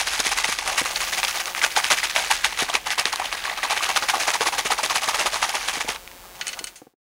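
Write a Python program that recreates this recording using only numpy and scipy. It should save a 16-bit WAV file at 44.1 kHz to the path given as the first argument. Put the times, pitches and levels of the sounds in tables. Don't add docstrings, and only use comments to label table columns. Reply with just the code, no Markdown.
import sys
import numpy as np
from scipy import signal
from scipy.io import wavfile
from scipy.ndimage import uniform_filter1d

SR = 44100
rng = np.random.default_rng(int(sys.argv[2]) if len(sys.argv) > 2 else 0)


def store_pcm(level_fs):
    pcm = np.round(np.clip(level_fs, -1, 1) * 32767).astype(np.int16)
    wavfile.write(sys.argv[1], SR, np.atleast_2d(pcm).T)


N = 312662
TIME_S = np.arange(N) / SR

# (crest time [s], level [dB], length [s], large over middle bubbles [dB])
LANDINGS = [(0.008, -20, 0.017, -5.5), (0.076, -22.5, 0.015, -4), (0.136, -25.5, 0.051, -5.5),
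            (0.2, -20, 0.014, -3.5), (0.265, -23, 0.044, -6.5), (0.323, -23.5, 0.017, -1),
            (0.384, -21.5, 0.028, -3.5), (0.447, -19.5, 0.015, -2.5), (0.49, -22.5, 0.025, -8),
            (0.526, -24.5, 0.019, -13), (0.593, -26.5, 0.02, -2), (0.689, -25, 0.063, 1.5),
            (0.791, -19, 0.032, -6), (0.863, -24.5, 0.024, -2.5), (0.906, -29, 0.053, -1.5),
            (0.963, -25.5, 0.021, -6.5), (1.018, -21.5, 0.034, -5.5), (1.081, -26.5, 0.029, -5.5),
            (1.138, -22, 0.024, -4.5), (1.184, -23, 0.027, -3), (1.243, -22.5, 0.019, -3),
            (1.29, -23, 0.029, -10.5), (1.363, -26, 0.051, -2.5), (1.406, -23.5, 0.017, -7.5),
            (1.482, -30, 0.044, -0.5), (1.574, -25, 0.03, -4.5), (1.639, -19, 0.03, -4.5),
            (1.717, -30, 0.028, -8.5), (1.776, -18, 0.027, -2.5), (1.852, -22.5, 0.038, -7.5),
            (1.919, -15, 0.026, -3.5), (1.982, -22.5, 0.023, -13), (2.045, -20.5, 0.025, -6),
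            (2.103, -23, 0.011, -13), (2.17, -19.5, 0.027, -0.5), (2.204, -26, 0.077, -3),
            (2.313, -15, 0.016, -5), (2.347, -24.5, 0.037, -13.5), (2.452, -17.5, 0.019, -5.5),
            (2.528, -30.5, 0.01, -1.5), (2.604, -20.5, 0.037, -3.5), (2.696, -26, 0.023, 1),
            (2.748, -21, 0.022, 0), (2.87, -24, 0.019, -0.5), (2.916, -21, 0.023, -10),
            (2.995, -17.5, 0.022, -3), (3.069, -24, 0.025, -3), (3.131, -23.5, 0.013, -0.5),
            (3.209, -31.5, 0.025, 8.5), (3.253, -28.5, 0.031, -3), (3.334, -26, 0.022, -2),
            (3.385, -30, 0.024, -11), (3.453, -26.5, 0.021, -3), (3.503, -29.5, 0.047, 1),
            (3.586, -29.5, 0.026, -3), (3.644, -22, 0.024, 0), (3.714, -18, 0.024, -1.5),
            (3.774, -21.5, 0.02, -4.5), (3.839, -21, 0.035, -5), (3.899, -22, 0.02, 2),
            (3.967, -17, 0.018, -2), (4.033, -25, 0.021, 2), (4.095, -16, 0.016, -5),
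            (4.152, -25, 0.031, 6), (4.217, -22, 0.035, -3.5), (4.287, -21.5, 0.028, 3),
            (4.348, -20.5, 0.019, -1), (4.418, -22.5, 0.024, 2), (4.471, -19, 0.023, 0.5),
            (4.538, -25, 0.023, 1.5), (4.59, -20.5, 0.021, -2), (4.664, -22.5, 0.023, -2),
            (4.717, -20.5, 0.026, 0.5), (4.791, -24, 0.022, 3), (4.843, -19.5, 0.023, -2.5),
            (4.91, -20.5, 0.021, 0), (4.962, -20.5, 0.025, -2.5), (5.033, -23.5, 0.024, -1.5),
            (5.089, -20.5, 0.024, -1), (5.151, -23, 0.021, 1), (5.2, -20, 0.027, 0),
            (5.266, -19.5, 0.017, 2.5), (5.344, -24.5, 0.033, 1), (5.433, -20.5, 0.026, 0),
            (5.496, -25, 0.018, -2), (5.554, -23.5, 0.026, 1), (5.636, -30.5, 0.036, -1),
            (5.689, -21, 0.018, -2.5), (5.75, -26.5, 0.038, -2.5), (5.812, -25, 0.018, -2.5),
            (5.893, -25.5, 0.03, -2), (5.952, -36, 0.015, 3.5), (6.248, -53, 0.015, 12),
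            (6.355, -43.5, 0.019, 0.5), (6.403, -44, 0.03, 3.5), (6.48, -39, 0.065, -3),
            (6.578, -43.5, 0.023, 8)]
# (time [s], level [dB])
CHURN = [(0, -31), (.6, -35), (1, -44), (1.55, -42.5), (1.9, -34), (2.5, -33), (2.82, -41.5), (3.2, -34),
         (3.55, -36), (3.85, -31), (4.6, -40), (5.6, -31.5), (6, -43.5)]
# (time [s], level [dB], treble [dB])
HARD_SLAPS = [(0.0722, -13, -13), (0.268, -9, -2), (0.445, -8.5, -9), (0.5256, -12, -5),
              (0.5876, -11.5, -20), (0.676, -10, -4), (0.782, -9.5, -9), (0.91, -18, -12),
              (0.963, -16, -21), (1.231, -8, -18), (1.248, -14, -15), (1.4572, -15, -5),
              (1.549, -13.5, -15), (1.619, -14, -12.5), (1.6395, -8, -12), (1.7645, -9, -14.5),
              (1.8434, -8, -9), (1.9031, -8, -12.5), (2.098, -16, -16), (2.1618, -5.5, -13),
              (2.313, -5.5, -12), (2.4455, -4, -7), (2.7539, -6, -13), (2.9048, -11.5, -9),
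              (2.9845, -12, -14.5), (2.996, -10.5, 2), (3.055, -4.5, -16), (3.1277, -14.5, -1),
              (3.1588, -13, -2), (3.198, -18.5, -3), (3.3268, -12.5, -12), (3.6316, -19, -7),
              (4.0872, -9, -11), (4.304, -10.5, -4), (4.4089, -11, -13), (4.8304, -25, -8),
              (5.4271, -15, -18), (5.6862, -12.5, -7.5), (5.808, -12.5, -22.5), (5.9608, -21, -13),
              (6.076, -26, -28), (6.1144, -32, -16)]


def sloshing(clump_db=2.0, large_db=-3, middle_db=-3, small_db=-1.0):
    # (low [Hz], high [Hz], rate [1/s], spread [dB], churn share [dB])
    sizes = [(400.4, 1285, 750, 3, -7.5), (1282, 4470, 2900, 3.5, 0.4), (4420, 15400, 5600, 3.5, -0.3)]
    # (time [s], level [dB])
    fizz = [(0, -2.5), (1.7, -4), (3.1, -5.5), (3.55, -8.5), (4.2, -3.5), (6, -3.5)]
    flutter = uniform_filter1d(uniform_filter1d(rng.standard_normal(N), size=180), size=60)
    clumps = unit_rms(amp(clump_db * unit_rms(flutter)))
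    large, middle, small = [foam(*band) * surge(share_db, is_large=k == 0)
                            for k, (*band, share_db) in enumerate(sizes)]
    small = small * envelope(fizz)
    return clumps * (amp(large_db) * large + amp(middle_db) * middle + amp(small_db) * small)


def foam(low_hz, high_hz, per_s, spread_db, tilt_db_per_octave=-5.0, pitches=14):
    cloud = np.zeros(N)
    for hz in np.geomspace(low_hz, high_hz, 2 * pitches + 1)[1::2]:
        when, sign, strength = rng.random((N // 32, 3))[:int(per_s / pitches * N / SR)].T
        kicks = np.sign(sign - .5) * amp(-spread_db * np.log(strength + 0.02))
        births = np.bincount((when * N).astype(int), kicks, N)
        ring = bubble(hz, cycles=1.6, glide=0.065)
        tilt = amp(tilt_db_per_octave * max(np.log2(hz / 3500), 0))
        cloud += tilt * signal.oaconvolve(births, ring / np.linalg.norm(ring))[:N]
    local_power = abs(uniform_filter1d(cloud ** 2, size=900))
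    return cloud / np.sqrt(local_power + 0.21 * np.mean(cloud ** 2))


def surge(share_db, is_large, settle_s=0.06, rise_share=0.6, fall_exponent=1.5):
    settling_s = np.maximum(TIME_S - CHURN[-1][0] + settle_s, 0)
    power = (envelope(CHURN) * amp(share_db) * np.exp(-settling_s / settle_s)) ** 2
    for crest_s, db, length_s, large_db in LANDINGS:
        rise_s = rise_share * length_s
        t = np.arange(max(-3 * rise_s, -crest_s), 3 * length_s, 1 / SR)
        swell = np.exp(-np.where(t < 0, (t / rise_s) ** 2, abs(t / length_s) ** fall_exponent))
        add(power, crest_s + t[0], (amp(db + is_large * large_db) * swell) ** 2)
    return np.sqrt(power)


def bubble(hz, cycles, glide):
    age = np.arange(int(6 * cycles * SR / hz) + 2) * hz / SR / cycles
    phase = 2 * np.pi * cycles * (age + glide * age ** 2 / 2)
    return np.sin(phase) * np.exp(-age) * (1 - np.exp(-2 * age * cycles))


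def slaps(gain_db=-4.0, decay_s=0.0012, top_db=-1, samples=512):
    out, t = np.zeros(N), np.arange(samples) / SR
    middle_band = signal.butter(2, [900, 4500], "band", fs=SR, output="sos")
    top_band = signal.butter(2, [4500, 11000], "band", fs=SR, output="sos")
    for time_s, db, treble_db in HARD_SLAPS + light_slaps():
        bursts = rng.standard_normal((2, samples)) * np.exp(-t / decay_s)
        middle = unit_rms(signal.sosfilt(middle_band, bursts[0]))
        top = unit_rms(signal.sosfilt(top_band, bursts[1]))
        crack = unit_rms(middle + amp(treble_db + top_db) * top)
        crack *= np.sqrt(SR / 1000 / samples)
        add(out, time_s, amp(db + gain_db) * crack)
    return out


def light_slaps(gain_db=2.5, spread_db=2.0, treble_db=-7, treble_spread_db=4):
    rows = []
    for crest_s, db, length_s, _ in LANDINGS:
        early, strong, bright = rng.standard_normal(3)
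        if all(abs(crest_s - hard[0]) > length_s for hard in HARD_SLAPS):
            time_s = crest_s - length_s * (0.38 + .12 * early)
            rows.append((time_s, db + gain_db + spread_db * strong, treble_db + treble_spread_db * bright))
    return rows


def pockets(gain_db=4.0, deep_hz=1020, high_hz=1750, high_db=-2, spread_db=1.7, spread_octaves=.25):
    # (time [s], level [dB], pitch [Hz])
    loud_plops = [(0.013, -20.5, 750), (0.443, -14, 1950), (0.623, -24.5, 850), (0.857, -17, 1330),
                  (0.96, -8, 4200), (1.126, -17, 1770), (1.616, -12, 2100), (1.641, -8, 1500),
                  (1.764, -10, 1470), (1.771, -10.5, 800), (1.912, -10, 1410), (1.987, -17, 1770),
                  (2.031, -13.5, 1970), (2.313, -11.5, 882), (2.443, -11, 1650), (2.752, -6.5, 2470),
                  (3.197, -19, 764), (3.217, -18.5, 980), (3.454, -15, 1690), (3.478, -20, 1100),
                  (3.498, -16.5, 1870), (3.587, -22, 1216), (3.63, -15, 1980), (3.807, -18, 1120),
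                  (3.973, -14, 1170), (4.024, -17, 1360), (4.138, -13, 810), (4.409, -12, 436),
                  (4.704, -13.5, 790), (4.722, -13, 1200), (5.086, -17.5, 805), (5.427, -13, 1204)]
    soft_plops = []
    for crest_s, db, length_s, large_db in LANDINGS:
        for offset_db, hz in [(large_db, deep_hz), (high_db, high_hz)]:
            early, strong, small = rng.standard_normal(3)
            time_s = crest_s - length_s * (0.1498 + .3 * early)
            plop_db = db + offset_db + spread_db * strong
            soft_plops.append((time_s, plop_db, hz * 2 ** (spread_octaves * small)))
    out = np.zeros(N)
    for time_s, db, hz in loud_plops + soft_plops:
        add(out, time_s, amp(db + gain_db) * bubble(hz, cycles=2.73, glide=.02))
    return out


def drops(over_churn_db=8.5, spread_db=2.5, centre_hz=1900, spread_octaves=0.59, count=170):
    out = np.zeros(N)
    for time_s in rng.random(count) * CHURN[-1][0]:
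        strong, small = np.clip(rng.standard_normal(2), -2, 2)
        db = np.interp(time_s, *np.transpose(CHURN)) + over_churn_db + spread_db * strong
        plip = bubble(centre_hz * 2 ** (spread_octaves * small), cycles=1.9, glide=0)
        add(out, time_s, amp(db) * plip)
    return out


def bottle_wall(liquid):
    # (frequency [Hz], gain [dB])
    transmission = [(120, -3.5), (330, -4.5), (500, -9.5), (680, -1.5), (840, 4), (985, 0), (1110, 3.5),
                    (1350, -0.5), (2200, 3), (5400, 0.5), (6600, 3), (7400, -1.5), (10300, 2), (12000, -6),
                    (16000, -8.5)]
    return colour(liquid, transmission)


def knocks(gain_db=-2.0, lag_s=0.00407, rise_s=0.00043, low_cut_hz=170):
    # (time [s], level [dB])
    blows = [(0.194, -24.5), (0.26, -28), (0.485, -25.5), (0.811, -21.5), (2.619, -20), (2.747, -35),
             (3.051, -29.5), (4.403, -24), (4.65, -24.5), (5.075, -29.5), (5.243, -35), (5.768, -27.5),
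             (5.843, -28), (5.886, -28.5), (6.607, -34), (6.814, -21.5), (6.865, -20.5), (6.933, -17)]
    # (frequency [Hz], level [dB], t60 [s])
    modes = [(161, -8, 0.049), (265.6, -3.5, 0.057), (361, -1.5, 0.037), (434, 3, 0.03), (660, 1.5, 0.021),
             (1060, -6.5, .014), (1460, -10, .016)]
    out, t = np.zeros(N), np.arange(SR // 8) / SR
    attack = 1 - np.exp(-t / rise_s)
    for time_s, db in blows:
        detunes = rng.uniform(0.906, 1.18, len(modes))
        ring = sum(amp(mode_db - 60 * t / t60_s) * np.sin(2 * np.pi * hz * detune * t)
                   for (hz, mode_db, t60_s), detune in zip(modes, detunes))
        add(out, time_s + lag_s, amp(db + gain_db) * attack * ring)
    return signal.lfilter(*signal.butter(2, low_cut_hz, "high", fs=SR), out)


def beads(gain_db=-1.75, tick_gain=1.4, tick_s=0.00068, treble_hz=7000, ring_db=-6.0):
    # (time [s], level [dB], rise [s], chatter t60 [s], treble [dB])
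    contacts = [(6.4117, -21.5, 0.00026, 0.07, -26), (6.468, -23, 0.0014, 0.03, 2),
                (6.4804, -22, 0.0001, 0.03, 10), (6.4892, -25, .0001, 0.069, -1),
                (6.529, -28.5, 0.0027, 0.061, -6), (6.5897, -25.5, 0.0015, 0.035, 5),
                (6.642, -23, 0.00012, .026, 11), (6.67, -28.5, 0.00022, 0.11, 3),
                (6.757, -31.5, .001, 0.2, 11)]
    # (frequency [Hz], gain [dB])
    spectrum = [(500, -24), (1030, -13), (1480, -9), (2000, -1.5), (2900, -3), (3400, -5.5), (4350, -5),
                (5240, -9), (6600, -3.5), (7400, -12.5), (8700, -10), (10500, -14), (12000, -31),
                (16000, -34)]
    # (frequency [Hz], level [dB], t60 [s])
    modes = [(1470, -3.5, 0.14), (2650, -2, 0.084), (2990, 3, 0.054), (4340, -0.5, 0.079), (6400, 4, 0.028),
             (8500, -1, 0.022)]
    out, t = np.zeros(N), np.arange(SR // 8) / SR
    onset = slice(SR // 200)
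    high_pass = signal.butter(2, treble_hz, "high", fs=SR)
    noises = rng.standard_normal((len(contacts), len(t)))
    for (time_s, db, rise_s, chatter_t60_s, treble_db), noise in zip(contacts, noises):
        attack = 1 - np.exp(-t / rise_s)
        decay = amp(-60 * t / chatter_t60_s) + tick_gain * np.exp(-t / tick_s)
        chatter = colour(noise * attack * decay, spectrum)
        ring = sum(amp(mode_db - 60 * t / t60_s) * np.sin(2 * np.pi * (hz * t + rng.random()))
                   for hz, mode_db, t60_s in modes)
        click = chatter / np.std(chatter[onset]) + amp(ring_db) * attack * ring
        click += (amp(treble_db) - 1) * signal.filtfilt(*high_pass, click)
        add(out, time_s, amp(db + gain_db) * click / np.std(click[onset]))
    return out


def room(x, first_echo_s=0.0021):
    # (frequency [Hz], t60 [s])
    decay_times = [(200, 0.14), (1000, 0.24), (4000, 0.12), (14000, 0.19)]
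    count = SR // 2
    echoes = rng.standard_normal(count) * (rng.random(count) < .1) * (TIME_S[:count] > first_echo_s)
    hz, t, bins = signal.stft(echoes, SR, nperseg=256)
    decay = amp(-60 * t / log_interp(decay_times, hz)[:, None])
    _, tail = signal.istft(bins * decay, SR, nperseg=256)
    return signal.fftconvolve(x, tail / np.linalg.norm(tail))[:N]


def buzz(rate_hz=180):
    # (time [s], level [dB])
    levels = [(0, -50), (.6, -54), (1, -37.5), (2.15, -44), (2.7, -50), (4.2, -43), (5.4, -48), (6.6, -46)]
    # (frequency [Hz], gain [dB])
    spectrum = [(180, -9), (520, 1.5), (1100, -4.5), (2300, -2.5), (7000, -5.5), (12000, -7.5),
                (16000, -5.5)]
    pulses = np.diff(np.floor((np.arange(N) + .5) * rate_hz / SR), prepend=0)
    return envelope(levels) * unit_rms(colour(pulses - pulses.mean(), spectrum))


def room_noise(hiss_db=-47.5):
    # (frequency [Hz], gain [dB])
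    hiss_spectrum = [(40, -19), (110, -4), (260, -3), (400, -2), (900, -0.5), (1500, -4.5), (3500, -10),
                     (7000, -13.5), (16000, -23.5)]
    # (frequency [Hz], gain [dB])
    rumble_spectrum = [(15, -20), (30, -2.5), (42, 3.5), (65, -6.5), (100, -13), (200, -31.5),
                       (1000, -68.5)]
    # (time [s], level [dB])
    rumble_levels = [(0, -49.5), (.8, -49), (1.6, -55), (2.3, -53), (4, -55), (6.05, -54), (6.6, -62)]
    hiss = unit_rms(colour(rng.standard_normal(N), hiss_spectrum))
    rumble = unit_rms(colour(rng.standard_normal(N), rumble_spectrum, size=8192))
    return amp(hiss_db) * hiss + envelope(rumble_levels) * rumble


def amp(db):
    return 10 ** (np.asarray(db) / 20)


def unit_rms(x):
    return x / np.sqrt(np.mean(x ** 2) + 1e-20)


def log_interp(points, hz):
    point_hz, values = np.transpose(points)
    return np.interp(np.log(hz + 1), np.log(point_hz + 1), values)


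def envelope(points):
    return amp(np.interp(TIME_S, *np.transpose(points)))


def add(mix, time_s, sound):
    part = mix[max(round(time_s * SR), 0):][:len(sound)]
    part += sound[:len(part)]


def colour(x, spectrum, size=2048):
    log_gain = np.log(amp(log_interp(spectrum, abs(np.fft.fftfreq(size, 1 / SR)))))
    response = np.fft.ifft(np.exp(np.conj(signal.hilbert(log_gain)))).real
    return signal.oaconvolve(x, response[:size // 2])[:len(x)]


def scene(room_db=-15):
    liquid = sloshing() + slaps() + pockets() + drops()
    direct = bottle_wall(liquid) + knocks() + beads()
    return (direct + amp(room_db) * room(direct) + room_noise() + buzz())[None]


def record(dry, ceiling=0.84, gain_db=-2, cutoff_hz=16000):
    # (time [s], gain [dB])
    fade_out = [(6.65, 2), (6.75, -5.5), (6.85, -13.5), (6.93, -27), (6.97, -88)]
    rounded = dry / (1 + (dry / ceiling) ** 4) ** .25
    faded = amp(gain_db) * rounded * envelope(fade_out)
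    low_pass = signal.firwin(511, cutoff_hz, window=("kaiser", 9), fs=SR)
    return signal.oaconvolve(faded, low_pass[None], "same")


dry = scene()
out = record(dry)
store_pcm(out)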